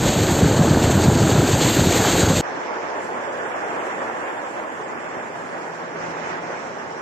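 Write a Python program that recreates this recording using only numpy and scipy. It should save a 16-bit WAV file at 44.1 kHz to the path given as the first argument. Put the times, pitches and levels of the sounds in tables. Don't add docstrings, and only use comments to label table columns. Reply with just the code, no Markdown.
import sys
import numpy as np
from scipy import signal
from scipy.fft import rfft, irfft, dct, next_fast_len
from scipy.io import wavfile

SR = 44100
rng = np.random.default_rng(int(sys.argv[2]) if len(sys.argv) > 2 else 0)


def materialize(psi):
    bounded = np.clip(np.atleast_2d(psi).T, -1, 1)
    quanta = np.round(bounded * 32767).astype(np.int16)
    wavfile.write(sys.argv[1], SR, quanta)


def makeup_ratio(level_db):
    decades = np.asarray(level_db, float) / 20
    return 10 ** decades


N = 309141
SIZE = next_fast_len(N)
HZ = np.maximum(np.arange(SIZE // 2 + 1) * SR / SIZE, 1)
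TIME = np.arange(N) / SR
CUT_S = 2.4108

# (time [s], peak level [dB], pitch [Hz])
THUMPS = [(0.045, -11, 107), (0.211, -15, 92), (0.315, -8, 137), (0.425, -2, 141), (0.509, -7, 245),
          (0.59, -4, 188), (0.609, -13, 134), (0.677, -9, 152), (0.706, -2.5, 159), (0.72, -16, 131),
          (0.767, -8, 164), (0.843, -10, 122), (0.873, -5, 134), (0.95, -6.5, 136), (0.97, -9.5, 156),
          (1.061, -6, 108), (1.08, -4, 177), (1.153, -5.5, 199), (1.22, -5, 164), (1.313, -9, 138),
          (1.387, -5.5, 125), (1.527, -8.5, 116), (1.648, -12, 283), (1.784, -5.5, 126), (1.867, -5.5, 185),
          (1.999, -15, 151), (2.225, -6, 127), (2.3, -5.5, 222), (2.39, -20, 170)]


def rms_one(x):
    return x / np.sqrt(np.mean(x ** 2) + 1e-20)


def in_time(rows):
    s, *columns = np.transpose(rows)
    return [np.interp(TIME, s, c) for c in columns]


def at_hz(points):
    hz, value = np.transpose(points)
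    return np.interp(np.log(HZ), np.log(hz), value)


def stepped(edges, levels):
    corners = np.ravel([(a + 1, b) for a, b in zip(edges, edges[1:])])
    return np.interp(HZ, corners, np.ravel(levels), left=-200, right=-200)


def bumps(times, heights, width_s):
    coarse = TIME[::32]
    bells = np.exp(-0.5 * ((coarse[:, None] - np.asarray(times)) / width_s) ** 2)
    return np.interp(TIME, coarse, bells @ np.asarray(heights))


def drift(rate):
    r = np.exp(-80 * np.pi * rate / SR)
    chance = rng.standard_normal(N // 40 + 2002)
    slow = signal.lfilter([1], [1, -2 * r, r * r], chance)[2000:]
    return np.interp(np.arange(N) / 40, np.arange(len(slow)), rms_one(slow))


def droplets(per_s, spread_db, share):
    sizes = makeup_ratio(spread_db * np.minimum(rng.exponential(1, N), 5)) * rng.choice([-1, 1], N)
    clicks = rms_one(sizes * (rng.random(N) < per_s / SR))
    share = np.clip(share, 0, 1)
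    return np.sqrt(share) * clicks + np.sqrt(1 - share) * rng.standard_normal(N)


def patches(spectra, low_hz, high_hz, count, shared_db, own_db, rate):
    edges = np.geomspace(low_hz, high_hz, count + 1)
    band = np.clip(np.searchsorted(edges, HZ), 1, count)
    together, out = drift(rate), 0
    for k in range(1, count + 1):
        flicker = makeup_ratio(shared_db * together + own_db * drift(rate))
        out = out + flicker * irfft(spectra * (band == k), SIZE)[..., :N]
    return rms_one(out)


def ring(clicks, hz, t60):
    r, w = makeup_ratio(-60 / (t60 * SR)), 2 * np.pi * hz / SR
    return signal.lfilter([0, np.sin(w)], [1, -2 * r * np.cos(w), r * r], clicks + 1e-18)


def wade_levels():
    # (time [s], height over the start [dB], depth of churn [dB])
    bow = [
        (0.0, 0, -0.5),
        (0.35, -0.5, 0),
        (0.75, -2, 0.9),
        (1.15, -1.5, -0.7),
        (1.5, 0.6, 1),
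        (1.75, 3, -0.2),
        (2.1, 2.5, -0.7),
        (2.41, -1.5, -0.6),
    ]
    # (time [s], level over the steady spray [dB])
    splashes = [(0.07, 3), (0.3, 0.5), (0.84, 5.5), (0.93, 2), (1.03, 3), (1.3, 3.5), (1.38, 0.5),
                (1.53, 1.5), (1.64, 2.5), (1.69, 2.5), (1.83, -1), (1.96, 3.5), (2.09, 2.5), (2.2, 4),
                (2.3, 3), (2.38, 4.5)]
    bow_db, depth_db = in_time(bow)
    splash_db = bumps(*np.transpose(splashes), width_s=0.018)
    s, peak_db, _ = np.transpose(THUMPS)
    lull_db = -19.5 - 0.8 * TIME
    swell = bumps(s + 0.015, makeup_ratio(2 * (peak_db - 12.5)), width_s=0.026)
    wind_db = 10 * np.log10(makeup_ratio(2 * lull_db) + swell)
    churn_db = -20 + depth_db + 0.32 * splash_db + 0.33 * (wind_db - lull_db)
    spray_db = -25.5 + bow_db + splash_db
    mist_db = -41.8 + 1.4 * bow_db + 0.8 * splash_db
    fine_db = -64 + 3 * bow_db + splash_db
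    return wind_db, churn_db, spray_db, mist_db, fine_db


def wind(level_db):
    # (frequency [Hz], density [dB])
    turbulence = [(15, -50), (25, -69), (43, -60), (81, 1), (129, 3.5), (330, -5), (430, -23), (730, -120)]
    noise = rfft(rng.standard_normal(N), SIZE) * makeup_ratio(at_hz(turbulence))
    out = makeup_ratio(level_db - 3.0) * patches(noise, 44, 400, count=3, shared_db=2.0, own_db=3.0, rate=60)
    for (s, peak_db, hz), turn in zip(THUMPS, rng.random(len(THUMPS))):
        cycles = np.arange(int(1.6 * SR / hz)) * hz / SR
        at = round(s * SR)
        eddy = np.hanning(len(cycles)) * np.cos(2 * np.pi * (cycles + turn))
        out[at:at + len(cycles)] += makeup_ratio(peak_db + 1.5) * eddy
    return signal.sosfilt(signal.butter(6, 66, "high", fs=SR, output="sos"), out)


def bubbles(per_s, cycles):
    born = droplets(per_s, spread_db=1.5, share=0.96)
    pitches, dealt = np.geomspace(300, 1900, 14), rng.integers(0, 14, N)
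    out = 0
    for k, hz in enumerate(pitches):
        out = out + ring(born * (dealt == k), hz, cycles / hz) * np.sqrt(hz)
    return rms_one(out)


def wade():
    # (frequency [Hz], density [dB])
    churn_shape = [(160, 0), (280, 0), (832, -6), (1170, -12), (1610, -9.5), (1900, -16.5), (2470, -54),
                   (4180, -120)]
    spray_edges = [1700, 4750, 6120, 7670, 8520, 10050, 11590]
    # (level at lower edge [dB], level at upper edge [dB])
    spray_bands = [(-4, -3.5), (-12, -10), (-2.5, -0.8), (-5, -7), (-31, -31.5), (-38, -38)]
    mist_edges = [11590, 12920, 13950, 15680]
    # (level at lower edge [dB], level at upper edge [dB])
    mist_bands = [(-1, -5), (.2, -1.5), (-22, -20)]
    # (time [s], level [dB])
    sloshes = [
        (2.0, -33),
        (2.08, -30),
        (2.21, -29),
    ]

    wind_db, churn_db, spray_db, mist_db, fine_db = wade_levels()
    gusts = wind(wind_db)
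    froth = 0.5 * bubbles(per_s=900, cycles=12.4) + 0.97 * rng.standard_normal(N)
    churn = patches(rfft(froth, SIZE) * makeup_ratio(at_hz(churn_shape)), 250, 2200,
                    count=5, shared_db=-0.06, own_db=0.3, rate=29.0)
    drops = rfft(droplets(per_s=5000, spread_db=2.5, share=0.22) * makeup_ratio(0.83 * drift(41)), SIZE)
    spray = patches(drops * makeup_ratio(stepped(spray_edges, spray_bands)), 1700, 11590,
                    count=6, shared_db=0.47, own_db=0.5, rate=36)
    mist = patches(drops * makeup_ratio(stepped(mist_edges, mist_bands)), 9500, 15400,
                   count=3, shared_db=1.0, own_db=0.0, rate=12)
    fine_shape = makeup_ratio(stepped(spray_edges[4:], [(3, -1.0), (0.0, -7.0)]))
    fine = rms_one(irfft(drops * fine_shape, SIZE)[:N])

    release = np.exp(-1 / (0.036 * SR))
    duck = 1 / (1 + 1.32 * signal.lfilter([1 - release], [1, -release], np.abs(gusts)))
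    water = makeup_ratio(churn_db) * churn
    water = water + duck * (makeup_ratio(spray_db) * spray + makeup_ratio(mist_db) * mist + makeup_ratio(fine_db) * fine)
    s, slosh_db = np.transpose(sloshes)
    water = water + bumps(s, makeup_ratio(slosh_db), width_s=0.044) * rms_one(ring(froth, 1670, 0.0079))
    opening = np.clip(0.69 + TIME / 0.074, 0, 1)
    return (gusts + water) * (TIME < CUT_S) * opening


def two_ports(per_s, spread_db, share):
    # (frequency [Hz], likeness [0-1])
    likeness = [(90, 0.06), (130, 0.6), (180, 0.82), (430, 0.67), (600, 0.66), (900, 0.26), (1150, 0.59),
                (2000, 0)]
    # (frequency [Hz], level [dB])
    left_more = [(45, 7), (100, 27), (130, 15), (160, 10), (200, -1.5), (700, -0.5), (1600, -5), (3600, 0),
                 (5300, -12), (6500, -0.5), (9500, -11.5)]
    common, left, right = [rfft(droplets(per_s, spread_db, share), SIZE) for k in range(3)]
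    alike, tilt = np.clip(at_hz(likeness), 0, 1), makeup_ratio(at_hz(left_more))
    lag = np.exp(-2j * np.pi * HZ * 0.00025)
    left = np.sqrt(alike) * common + np.sqrt(1 - alike) * left
    right = np.sqrt(alike) * common * lag + np.sqrt(1 - alike) * right
    return np.array([tilt * left, right]) / np.sqrt(1 + tilt ** 2) * (HZ < 11640)


def rain_levels():
    # (time [s], downpour over the start [dB], facing [-1 side glass to 1 windscreen])
    downpour = [(2.41, 0, 0.81), (2.9, 0.2, 1), (3.03, -0.4, -0.8), (3.2, -0.5, -0.42), (3.9, 1.5, -0.9),
                (4.2, 0.2, -0.67), (4.55, -2, -0.97), (4.85, -3.5, -0.65), (5.15, -2.5, -0.21),
                (5.25, -4.5, -0.4), (5.68, -4.3, -0.4), (5.8, -5, -0.054), (6.65, -4.5, 0.19),
                (7.0, -4.5, 0.41)]
    # (time [s], half width [s], extra rain [dB], roof hum [dB])
    squalls = [
        (5.38, 0.05, 2, -46),
        (5.6, 0.16, 2.2, -52),
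        (5.8, 0.052, 1, -53),
        (6.05, 0.08, 6.5, -42),
        (6.21, 0.052, 4.5, -45),
        (6.31, 0.05, 6.5, -51),
        (6.55, 0.16, 5, -45),
        (6.93, 0.044, 0.8, -48),
    ]
    pour_db, turn = in_time(downpour)
    s, width_s, extra_db, hum_db = np.transpose(squalls)
    squall_db = bumps(s, extra_db, width_s)
    fling_db = bumps([3.04], [5], width_s=0.016)
    boom_db = -45.4 + 0.11 * pour_db + 0.36 * squall_db
    drum_db = -26.5 + pour_db + 0.44 * squall_db
    patter_db = -54 + 0.52 * pour_db + 4.5 * turn + squall_db
    hiss_db = -54.5 + 0.55 * pour_db - 3.5 * turn + fling_db
    sizzle_db = -78.5 - 2 * turn
    return boom_db, drum_db, patter_db, hiss_db, sizzle_db, squall_db, bumps(s, makeup_ratio(hum_db), width_s)


def rain():
    # (frequency [Hz], density [dB])
    boom_shape = [(24, -59), (40, -73), (91, -12.5), (166, -4.5), (204, -4), (238, 3), (280, -9.5),
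                  (360, -12), (620, -120)]
    # (frequency [Hz], density [dB])
    drum_shape = [(140, -26), (230, -26.5), (270, -10.5), (360, -3), (409, -3.5), (475, -1), (679, -1.5),
                  (727, -2.5), (864, -1), (1320, -6), (1700, -6), (3600, -27.5), (4680, -60.5),
                  (7920, -120)]
    # (frequency [Hz], density [dB])
    patter_shape = [(2120, -32.5), (3600, -7), (4120, -2.5), (4740, -3.5), (5490, 1.5), (6400, -2.5),
                    (8320, -21.5), (14100, -120)]
    # (frequency [Hz], density [dB])
    hiss_shape = [(3710, -14), (6300, -5.5), (7270, 2), (9340, -15.5), (11200, -16.5), (11600, -14.5),
                  (15100, -47), (22000, -120)]

    boom_db, drum_db, patter_db, hiss_db, sizzle_db, squall_db, hum = rain_levels()
    roof = two_ports(per_s=1500, spread_db=2.5, share=0.34)
    glass = two_ports(per_s=3500, spread_db=4.0, share=0.28)
    boom = patches(roof * makeup_ratio(at_hz(boom_shape)), 60, 300, count=2, shared_db=0.8, own_db=1.5, rate=8)
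    drum = patches(roof * makeup_ratio(at_hz(drum_shape)), 230, 4000, count=8, shared_db=0.59, own_db=1.24, rate=18)
    patter = patches(glass * makeup_ratio(at_hz(patter_shape)), 3700, 7300, count=4, shared_db=0.7, own_db=1.6, rate=9)
    hiss = patches(glass * makeup_ratio(at_hz(hiss_shape)), 5440, 11400, count=5, shared_db=0.3, own_db=1.6, rate=14)
    sizzle = rms_one(irfft(glass * (HZ > 8800), SIZE)[:, :N])
    panel = rms_one(ring(rng.standard_normal(N), hz=168, t60=0.22))
    rush = rms_one(irfft(glass * np.exp(-3.5 * np.log2(HZ / 1900) ** 2), SIZE)[:, :N])

    cabin = makeup_ratio(boom_db) * boom + makeup_ratio(drum_db) * drum + makeup_ratio(patter_db) * patter + makeup_ratio(hiss_db) * hiss
    cabin = cabin + hum * panel + makeup_ratio(sizzle_db) * sizzle
    cabin = cabin + makeup_ratio(-43) * (makeup_ratio(squall_db) - 1) * rush
    cabin = signal.sosfilt(signal.butter(2, 40, "high", fs=SR, output="sos"), cabin)
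    return cabin * np.clip((TIME - CUT_S) / 0.028, 0, 1)


def scene():
    return wade() + rain()


def phone_rounding(x, follow, band_db, frame_db):
    # (frequency [Hz], step [dB])
    step_points = [(300, -62), (2000, -53), (2500, -44), (2900, -40), (3500, -37), (4100, -41), (4600, -42),
                   (5500, -39), (6400, -39), (7400, -41), (8500, -47), (9500, -53), (11500, -53),
                   (13500, -50), (14300, -45)]
    hop = 1024
    lead = 2 * hop - 626
    padded = np.pad(x, (lead, 3 * hop - (N + lead) % hop))
    window = signal.windows.kaiser_bessel_derived(2 * hop, 4 * np.pi)
    frames = np.lib.stride_tricks.sliding_window_view(padded, 2 * hop)[::hop] * window
    a, b, c, d = np.split(frames, 4, axis=1)
    lines = dct(np.hstack([-c[:, ::-1] - d, a - b[:, ::-1]]), type=4, norm="ortho")

    loud_db = 10 * np.log10(np.mean(lines ** 2, axis=1, keepdims=True) + 1e-9) + 31
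    hz, step_db = np.transpose(step_points)
    wobble_db = band_db * rng.standard_normal((len(lines), hop // 8))
    wobble_db = wobble_db + frame_db * rng.standard_normal((len(lines), 1))
    usual_db = np.interp(np.arange(hop) * SR / (2 * hop), hz, step_db)
    step = makeup_ratio(usual_db + follow * loud_db + np.repeat(wobble_db, 8, axis=1))
    step[:, 650:] *= makeup_ratio(5 * rng.standard_normal((len(lines), 1)))
    kept = np.sign(lines) * step * np.floor(np.abs(lines) / step + 0.4)

    u, v = np.split(dct(kept, type=4, norm="ortho"), 2, axis=1)
    back = np.hstack([v, -v[:, ::-1], -u[:, ::-1], -u]) * window
    out = np.pad(back[:, :hop].ravel(), (0, hop)) + np.pad(back[:, hop:].ravel(), (hop, 0))
    return out[lead:lead + N]


def top_cut(x):
    return signal.sosfilt(signal.butter(12, 15730, fs=SR, output="sos"), x)


def record(dry):
    soft = 1.18 * np.tanh(dry / 1.233)
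    left, right = signal.sosfilt(signal.butter(2, 45.0, "high", fs=SR, output="sos"), soft)
    mid = phone_rounding((left + right) / 2, follow=0.55, band_db=3.0, frame_db=0.9)
    side = phone_rounding((left - right) / 2, follow=0.55, band_db=3.0, frame_db=0.9)
    return top_cut(np.array([mid + side, mid - side]))


dry = scene()
out = record(dry)
materialize(out)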